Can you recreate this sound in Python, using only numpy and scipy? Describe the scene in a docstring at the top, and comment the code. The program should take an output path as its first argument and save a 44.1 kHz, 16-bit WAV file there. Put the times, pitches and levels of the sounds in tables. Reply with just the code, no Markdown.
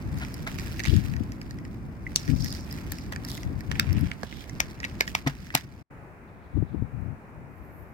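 """Cats crunch dry kibble on a concrete slab, close to a handheld phone, over low rumble and puffs of wind.
Fracture chains drive resonances for the snaps; random crumb impulses make the chewing; pellets tap and ring.
Rumble and wind are coloured noise, wind strongest in the left port; low thumps are brief decaying sines.
After a brief dropout the phone stands further back: no munching, steady rumble and yard air, faint hisses."""
import sys
import numpy as np
from scipy import signal
from scipy.fft import rfft, irfft
from scipy.io import wavfile
from scipy.ndimage import uniform_filter1d

SR = 44100
rng = np.random.default_rng(int(sys.argv[2]) if len(sys.argv) > 2 else 0)


def store_pcm(level_fs):
    """Save levels as 16-bit WAV."""
    pcm = np.round(np.clip(level_fs, -1, 1) * 32767).astype(np.int16)
    wavfile.write(sys.argv[1], SR, np.atleast_2d(pcm).T)


N = 349801
TIME = np.arange(N) / SR

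# Brittle snaps. Each row: break in seconds, time scale of the fractures in ms, ring in Hz, ring level in dB,
# splinters relative to the ring in dB, knock relative to the ring in dB, left minus right in dB.
SNAPS = [(0.4745, 2.84, 1980, -42, -10, -1, -7), (0.586, 2.55, 2070, -38.5, -14, -14, -11),
         (0.7945, 2.46, 1900, -35.5, -19, -23, 4), (0.8013, 2.2, 2010, -34.5, -29, -21, -20),
         (0.8526, 1.9, 2110, -34.5, -18, -9, -7), (0.8596, 1.5, 2480, -36, -16, -8, -10),
         (2.1601, 0.31, 5110, -20.5, -16, -19, 0), (2.92, 2.2, 1680, -43, 5, -3.5, 6),
         (3.123, 4.3, 1810, -41, -12, 2, -1), (3.7147, 1.25, 1940, -33.5, -22, -4.5, -6),
         (3.7967, 1.1, 1980, -21.5, -9.5, -21, 0.5), (4.115, 1.51, 2030, -36, -50, -15, -4),
         (4.232, 1.4, 1560, -38.5, -28, 4, -14), (4.603, 1.28, 1680, -20.5, -12, -11.5, 3.5),
         (4.8488, 2.9, 2140, -34.5, -18, -15, 6), (5.008, 1.5, 1930, -21.5, -12, -7, -2),
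         (5.1507, 1.36, 2170, -25.5, -12.5, 0.5, -1), (5.272, 4.9, 1930, -31.5, -17, 3, 0),
         (5.5506, 1.95, 2110, -21.5, 0, -1, 1)]
# Colour of fine splinters. Each row: frequency in Hz, gain in dB.
SPLINTER_COLOUR = [(4000, -29.5), (7500, 0), (9300, -8), (12300, 0), (15300, -4.5), (17000, -8.5)]

DROPOUT_START_S, DROPOUT_END_S = 5.825, 5.905
TURN_S = 4.55  # the phone turns away from the cats
PORT_LAG_MS, TURNED_LAG_MS = 0.47, 0.35
TREBLE_DETOUR = 1.1  # factor on the port lag of bright parts
LEAD_SAMPLES = 400  # faint rising noise ahead of a break
SNAP_PER_BRIGHT = 0.23  # dB of snap per dB of splinters
PELLET_PAN_DB = -3


def undb(db):
    """Decibels to gain."""
    return 10 ** (np.asarray(db) / 20)


def unit(x):
    """Scale to rms 1."""
    return x / np.sqrt(np.mean(x ** 2))


def pan(left_minus_right_db):
    """Left and right gains of constant total power."""
    gains = undb(np.array([[left_minus_right_db], [-left_minus_right_db]]) / 2)
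    return unit(gains)


def add(out, s, sound):
    """Mix a sound in at time s."""
    i = int(s * SR)
    out[:, i:i + sound.shape[1]] += sound[:, :N - i]


def burst(x, db):
    """Scale a short sound so that its energy, spread over 12 ms, has the given level."""
    return x * undb(db) * np.sqrt(0.012 * SR / np.sum(x ** 2))


def colour(x, points, size=1024):
    """Causal minimum-phase filter through (Hz, dB) points, from the cepstrum of its log gain."""
    hz, db = np.transpose(points)
    f = np.maximum(np.arange(size // 2 + 1) * SR / size, 1)
    log_gain = np.log(undb(np.interp(np.log(f), np.log(hz), db)))
    cepstrum = irfft(log_gain)
    cepstrum[1:size // 2] *= 2
    cepstrum[size // 2 + 1:] = 0
    impulse = irfft(np.exp(rfft(cepstrum)))
    return signal.fftconvolve(x, impulse)[:len(x)]


def ring(x, hz, pass_width_hz):
    """A resonance applied twice, for steep skirts; the width is that of one pass."""
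    b, a = signal.iirpeak(hz, hz / pass_width_hz, fs=SR)
    return signal.lfilter(b, a, signal.lfilter(b, a, x))


def mode(x, hz, t60_s):
    """One freely decaying mode, rung by x."""
    t = TIME[:len(x)]
    decay = undb(-60 * t / t60_s)
    return signal.fftconvolve(x, decay * np.sin(2 * np.pi * hz * t))[:len(x)]


def walk(rate_hz, size=N):
    """Random levels held 1 / rate_hz seconds, slewed twice, rms 1."""
    k = int(SR / rate_hz)
    steps = np.repeat(rng.standard_normal(size // k + 1), k)
    return unit(uniform_filter1d(uniform_filter1d(steps, k), k)[:size])


def noise(points):
    """Noise of a given colour, rms 1."""
    return unit(colour(rng.standard_normal(N), points, size=8192))


def swell(s, hold_s, attack_s, release_s):
    """Linear rise that is full at time s, a hold, and an exponential fall of time constant release_s."""
    fall = np.arange(0, 8, 0.5)
    times = [s - attack_s, s, *(s + hold_s + fall * release_s)]
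    return np.interp(TIME, times, [0, 1, *np.exp(-fall)], right=0)


def near_then_far(near, far_db):
    """Gain along (s, dB) points close to the cats, constant from further back."""
    near_db = np.interp(TIME, *np.transpose(near))
    return undb(np.where(TIME < DROPOUT_START_S, near_db, far_db))


def ports(x, lag_ms):
    """Sound reaches the right port a little later, depending on where it comes from."""
    return np.array([x, np.roll(x, int(lag_ms * SR / 1e3))])


def port_lag_ms(s):
    """Lag of the right port at time s: shorter once the phone has turned away."""
    return PORT_LAG_MS if s < TURN_S else TURNED_LAG_MS


def fracture(ms, size=2048, count=60, lead_level=0.026):
    """A faint rising noise leads into the break, then a chain of smaller breaks follows."""
    push = np.zeros(size)
    rise = np.linspace(0, 1, LEAD_SAMPLES) ** 3
    push[:LEAD_SAMPLES] = lead_level * rng.standard_normal(LEAD_SAMPLES) * rise
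    delay = rng.uniform(0, 3, count)  # in units of ms
    breaks = rng.standard_normal(count) * np.sqrt(delay) * np.exp(-1.7 * delay)
    offset = np.clip(delay * ms * SR / 1e3, 0, size // 2).astype(int)
    np.add.at(push, LEAD_SAMPLES + offset, breaks)
    push[LEAD_SAMPLES] += 1.0
    return push


def cracks(ring_width_hz=1050, knock_lag_ms=0.29, snap_db=-1.5, linger_db=-2.5):
    """Each fracture drives a hollow ring, lingering modes, a bright snap, fine splinters and a dull knock."""
    # Each row: multiple of the ring's pitch, cycles until 60 dB down, level in dB.
    linger_modes = [(.92, 16, 2.5), (1.1, 29.5, 4)]
    # Colours of snap and knock. Each row: frequency in Hz, gain in dB.
    snap_colour = [(1500, -43), (2900, -6), (3700, 4), (6200, 4), (7600, -6), (16000, -27)]
    knock_colour = [(150, -22.5), (450, 1.5), (720, 5.5), (1250, 4.5), (1800, -15.5), (3500, -3.5),
                    (9000, -52)]
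    out = np.zeros((2, N))
    for s, ms, hz, db, bright_db, knock_db, pan_db in SNAPS:
        push = fracture(ms)
        # slow breaks ring more purely than sudden ones
        hollow = burst(ring(push, hz, ring_width_hz / np.sqrt(ms)), db)
        linger = 0
        for k, cycles, mode_db in linger_modes:
            linger = linger + undb(mode_db) * mode(fracture(ms), hz * k, cycles / (hz * k))
        hollow = hollow + burst(linger, db + linger_db)
        knock = burst(colour(push, knock_colour), db + knock_db)
        snap = colour(fracture(ms) - push, snap_colour)
        snap = burst(snap, db + snap_db + SNAP_PER_BRIGHT * bright_db)
        splinters = burst(colour(fracture(ms) + push, SPLINTER_COLOUR), db + bright_db)
        lag_ms = port_lag_ms(s)
        low = ports(knock, knock_lag_ms) + ports(hollow, lag_ms)
        high = ports(snap + splinters, TREBLE_DETOUR * lag_ms)
        add(out, s - LEAD_SAMPLES / SR, (low + high) * pan(pan_db))
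    return out


def crumbs(size, hz, bright_db, rate_hz, rasp, count=4, snap_db=-2):
    """Several mouths grind crumbs: tiny fractures, very uneven in size, about rate_hz in each mouth."""
    fade = np.exp(-1 / (0.0007 * SR))
    out = 0
    for angle in np.linspace(0.45, 1.6, count):
        sizes = undb(4.2 * np.minimum(rng.exponential(size=size), 4))
        sizes = sizes * (rng.random(size) < rate_hz / SR)
        # a crumb crumbles for about a millisecond, over a steady rasp
        grains = unit(signal.lfilter([1], [1, -fade], sizes))
        grains = (grains + rasp) * undb(2.5 * walk(100, size))
        # energy is shared at random between ring, snap and splinters
        low, mid, high = grains * rng.standard_normal((3, size))
        hollow = unit(ring(low, hz, pass_width_hz=1570))
        snap = unit(ring(mid, 4750, pass_width_hz=3100)) * undb(snap_db + SNAP_PER_BRIGHT * bright_db)
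        splinters = unit(colour(high, SPLINTER_COLOUR)) * undb(bright_db)
        # each cat sits at another angle to the ports
        lag_ms = PORT_LAG_MS * angle
        out = out + ports(hollow, lag_ms) * pan(-7.0)
        out = out + ports(snap, TREBLE_DETOUR * lag_ms) * pan(-2.0)
        out = out + ports(splinters, lag_ms) * pan(-0.5)
    return out / np.sqrt(count)


def chews(size=26000, rate_hz=220, rasp=0.12, attack_s=0.018, release_s=0.037):
    """A cat bites down or roots in the pile: a short swell of coarse crumbs with its own ring."""
    # Each row: full at in seconds, hold in seconds, ring in Hz, level in dB, splinters rel. to ring in dB.
    bouts = [(0.855, 0.077, 3140, -41.5, -18), (2.179, 0.43, 5300, -53, -14.5),
             (2.401, 0.14, 5070, -45.5, -13), (2.92, 0.11, 4900, -53, -22),
             (3.281, 0.092, 3850, -48.5, -4.5), (3.712, 0.365, 2000, -47.5, -50),
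             (4.267, 0.16, 3340, -53.5, -17.5), (5.08, 0.021, 2560, -48, -2)]
    out = np.zeros((2, N))
    for s, hold_s, hz, db, bright_db in bouts:
        start_s = s - attack_s
        effort = swell(s, hold_s, attack_s, release_s)[int(start_s * SR):][:size]
        add(out, start_s, undb(db) * effort * crumbs(size, hz, bright_db, rate_hz, rasp))
    return out


def munching(rate_hz=300, rasp=0.33, ring_hz=1938, bright_db=-10, debris_db=-13.5, debris_s=0.035):
    """Fine crackle of crumbs that wavers with the jaws and flares after each crack with its knock level."""
    # All cats, as the phone is turned to and from them. Each row: time in seconds, level in dB.
    munch_level = [(0, -58.5), (0.9, -45.5), (1.3, -61), (2.0, -67), (2.2, -51), (3.6, -58.5), (4.7, -55),
                   (5.45, -59), (5.8, -64)]
    jaws_db = 2 * walk(22)
    power = undb(np.interp(TIME, *np.transpose(munch_level)) + jaws_db) ** 2
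    power = power * (TIME < DROPOUT_START_S)
    for s, ms, _, db, _, knock_db, _ in SNAPS:
        power += (undb(db + knock_db + debris_db) * swell(s, 0, ms / 1e3, debris_s)) ** 2
    return crumbs(N, ring_hz, bright_db, rate_hz, rasp) * np.sqrt(power)


def pellets(contact_ms=1.0, linger_db=-5, ring_cycles=69):
    """Nudged pellets tap on concrete and ring on, each at its own pitch; the tilt sets the high modes."""
    # Each row: contact in seconds, level in dB, tilt of the ring in dB per octave.
    taps = [(0.186, -51.5, 12), (0.249, -42.5, 0.5), (0.342, -44.5, 14), (0.597, -41, 6.5),
            (0.8364, -38, 3), (0.843, -35.5, 1), (0.873, -36, -1), (0.964, -41.5, 7), (1.137, -45, -2),
            (1.165, -45, 2), (1.32, -47.5, 6), (1.415, -43.5, 2), (1.509, -46.5, 7.5), (1.587, -49.5, -1),
            (1.651, -49, -1), (2.278, -41.5, 4), (2.445, -36.5, 10.5), (2.4597, -42, 7), (2.526, -41, 11),
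            (2.726, -43, 12.5), (2.985, -45, 6), (3.134, -42, -4), (3.161, -38.5, 2.5),
            (3.249, -40.5, 13.5), (3.286, -43.5, 10.5), (3.296, -49, 9), (3.316, -42, 12.5),
            (3.377, -44, 4), (3.432, -44, 6), (3.607, -45, 5.5), (3.755, -39, -6), (3.929, -45, 15.5),
            (3.992, -56, 33), (4.010, -51, 18), (4.057, -49, -6), (4.326, -43.5, -10), (4.4957, -45, 4.5),
            (4.802, -41.5, 2.5), (4.831, -37.5, -6), (4.842, -31.5, -6), (5.0773, -33.5, -1),
            (5.278, -40, 9), (5.504, -41, -8)]
    # Each row: highest pitch in Hz, width of one resonator pass in Hz, level in dB before the tilt.
    pellet_modes = [(2120, 910, 18.5), (5710, 2730, 5.5), (13000, 3500, -16)]
    out = np.zeros((2, N))
    for s, db, tilt_db in taps:
        push = fracture(contact_ms)
        pitch = rng.uniform(0.88, 1)
        tap, linger = 0, 0
        for hz, width_hz, mode_db in pellet_modes:
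            part = undb(mode_db + tilt_db * np.log2(hz)) * ring(push, hz * pitch, width_hz)
            tap = tap + part
            # t60 spans ring_cycles of the highest pitch
            linger = linger + mode(part, hz * pitch, ring_cycles / hz)
        sound = burst(tap, db) + burst(linger, db + linger_db)
        lag_ms = port_lag_ms(s) * rng.uniform(0.65, 1)
        add(out, s - LEAD_SAMPLES / SR, ports(sound, lag_ms) * pan(PELLET_PAN_DB))
    return out


def pings(rise_share=0.029):
    """A brief ring on a single pitch; the longer it rings, the softer it starts."""
    # Each row: start in seconds, pitch in Hz, t60 in seconds, level in dB.
    ping_rows = [(2.066, 2024, 0.024, -34), (2.422, 5100, .014, -40), (2.5162, 5100, .014, -41),
                 (2.711, 5080, 0.014, -44)]
    out, t = np.zeros((2, N)), TIME[:SR // 10]
    for s, hz, t60_s, db in ping_rows:
        rise = 1 - np.exp(-t / (rise_share * t60_s))
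        tone = np.sin(2 * np.pi * hz * t) * undb(-60 * t / t60_s) * rise
        add(out, s, ports(burst(tone, db), PORT_LAG_MS) * pan(PELLET_PAN_DB))
    return out


def scuffs(rough_db=4, hz=1345, width_hz=1900, attack_s=0.004, release_s=0.016):
    """Shifting feet and fingers give a dull, uneven rasp of resonant noise."""
    # Each row: full at in seconds, hold in seconds, level in dB.
    rubs = [(0.211, 0.021, -39.5), (0.468, 0.0066, -35), (5.264, 0.0152, -36), (5.543, 0.0053, -31)]
    press = sum(undb(db) * swell(s, hold_s, attack_s, release_s) for s, hold_s, db in rubs)
    rough = rng.standard_normal(N) * undb(rough_db * walk(300))
    return ports(press * unit(ring(rough, hz, width_hz)), lag_ms=0.21)


def yard(x, t60_s=0.11, scatter_db=-18, treble_pan_db=9):
    """Ground and walls add a short faint scatter; until the turn the highest treble is lifted on the left."""
    t = TIME[:SR // 4]
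    scatter = rng.standard_normal((2, len(t))) * undb(-60 * t / t60_s) * (1 - np.exp(-t / 0.0018))
    scatter = signal.lfilter(*signal.butter(1, 5000, fs=SR), scatter)
    scatter /= np.sqrt(np.sum(scatter ** 2, axis=1, keepdims=True))
    heard = x + undb(scatter_db) * signal.fftconvolve(x, scatter, axes=1)[:, :N]
    treble = signal.sosfiltfilt(signal.butter(3, 7500, "high", fs=SR, output="sos"), heard)
    # the added treble is near zero on the right
    return heard + treble * (pan(treble_pan_db) - 0.5) * (TIME < TURN_S)


def thumps(rise_s=0.0029):
    """Soft low thumps of hand and wind gusts, brief decaying sines; higher modes die sooner."""
    # Each row: start in seconds, level in dB, pitch in Hz, t60 at that pitch in s, left minus right in dB.
    thump_rows = [(0.933, -16.5, 176, 0.1, 23), (4.2347, -17.5, 217, 0.026, 7),
                  (5.2643, -16, 139.7, 0.12, 3.5), (5.546, -21.5, 138, 0.098, 2),
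                  (6.625, -8.5, 153, 0.031, 25), (6.823, -9, 113, 0.032, 17.5)]
    # Each row: multiple of the pitch, level in dB.
    thump_modes = [(0.999, 1.5), (1.901, 3.5), (3.1, -17)]
    out, t = np.zeros((2, N)), TIME[:SR // 4]
    for s, db, hz, t60_s, pan_db in thump_rows:
        thud = 0
        for k, mode_db in thump_modes:
            thud = thud + undb(mode_db - 60 * t * k / t60_s) * np.sin(2 * np.pi * k * hz * t)
        add(out, s, undb(db) * thud * (1 - np.exp(-t / rise_s)) * pan(pan_db))
    return out


def wind(flutter_db=2, breeze_db=-52, attack_s=0.034, release_s=0.027):
    """Eddies buffet the left port; stronger puffs carry relatively more of the higher-pitched eddies."""
    # Each row: full at in seconds, hold in seconds, level in dB.
    puff_rows = [(0.072, 0.1, -29.5), (0.891, 0.1, -15.5), (1.004, 0.21, -26), (2.304, 0.053, -16),
                 (2.415, 0.032, -23), (3.461, 0.12, -27), (3.681, 0.15, -27), (3.889, 0.15, -19.5),
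                 (6.563, 0.054, -20.5), (6.724, 0.12, -27.5), (6.946, .16, -29.5), (7.348, 0.49, -43.5)]
    # Each row: frequency in Hz, gain in dB.
    wind_colour = [(20, -28), (40, -8.5), (65, 3), (130, 1), (200, -6.5), (290, -15), (420, -35.5),
                   (2000, -73.5)]
    puffs = [undb(db) * swell(s, hold_s, attack_s, release_s) for s, hold_s, db in puff_rows]
    gust_db = 10 * np.log10(undb(breeze_db) ** 2 + sum(puff ** 2 for puff in puffs))
    buffet = noise(wind_colour) * undb(gust_db + flutter_db * walk(45))
    eddies = unit(ring(rng.standard_normal(N), 260, pass_width_hz=86))
    eddies = eddies * undb(1.24 * gust_db - 15.0 + 8.5 * walk(60))
    sheltered = noise(wind_colour) * undb(gust_db - 31)
    return np.array([buffet + eddies, sheltered])


def handling_rumble(own_share=0.67, far_db=-50, dip_db=-11.5):
    """Uneven low noise of the hand, largely common to both ports; the left level dips briefly."""
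    # Each row: frequency in Hz, gain in dB.
    rumble_colour = [(20, -36), (40, -2), (62, 2), (140, 0), (260, -4.5), (340, -10), (480, -29.5),
                     (1000, -61)]
    # Each row: time in seconds, level in dB.
    near_level = [(0, -34), (2.3, -38), (3.9, -36), (4.5, -39), (5.1, -39.5), (5.8, -47)]
    common = noise(rumble_colour)
    rumble = unit(np.array([common + own_share * noise(rumble_colour) for _ in range(2)]))
    rumble *= near_then_far(near_level, far_db) * undb(1.5 * walk(25))
    rumble[0] *= undb(dip_db * swell(4.13, 0.35, attack_s=0.054, release_s=0.034))
    return rumble


def yard_air(far_db=-50.5):
    """Soft wavering noise of the yard's air; long waves reach both ports alike."""
    # Each row: frequency in Hz, gain in dB.
    air_colour = [(200, -2.5), (380, 2.5), (850, -0.5), (1500, -5.5), (2400, -10.5), (3300, -31),
                  (16000, -36)]
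    # Each row: time in seconds, level in dB.
    near_level = [(0, -47), (1.9, -51.5), (2.4, -49.5), (4.0, -47), (4.3, -52), (4.9, -48), (5.5, -55.5)]
    left, right = noise(air_colour), noise(air_colour)
    # below 600 Hz the right follows the left
    right += signal.sosfiltfilt(signal.butter(2, 600, fs=SR, output="sos"), left - right)
    waver_db = 0.6 * walk(9)
    return np.array([left, right]) * near_then_far(near_level, far_db) * undb(waver_db)


def hiss(flicker_db=3, attack_s=0.27, release_s=0.084, pan_db=-15):
    """Thin, flickering bands of noise swell and fade near the end."""
    # Each row: full at in seconds, hold in seconds, centre in Hz, width of one resonator pass in Hz, level in dB.
    hiss_rows = [(6.42, .38, 3600, 1400, -75), (7.74, .07, 12660, 2830, -67)]
    out = 0
    for s, hold_s, hz, width_hz, db in hiss_rows:
        band = unit(ring(rng.standard_normal(N), hz, width_hz) * undb(flicker_db * walk(40)))
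        out = out + band * swell(s, hold_s, attack_s, release_s) * undb(db)
    return out * pan(pan_db)


def scene():
    """Crunching in the yard, with thumps, wind, rumble, air and hiss."""
    crunching = cracks() + chews() + munching() + pellets() + pings() + scuffs()
    return yard(crunching) + thumps() + wind() + handling_rumble() + yard_air() + hiss()


def record(dry):
    """Peaks are rounded off, the level drops 42 dB for a moment and the top is cut at 16 kHz."""
    live = 1.0 * ((TIME < DROPOUT_START_S) | (TIME > DROPOUT_END_S))
    live = uniform_filter1d(live, size=400)
    rounded = np.tanh(dry) * np.maximum(live, undb(-42))
    return signal.sosfilt(signal.ellip(8, 0.2, 70, 16000, fs=SR, output="sos"), rounded)


dry = scene()
out = record(dry)
store_pcm(out)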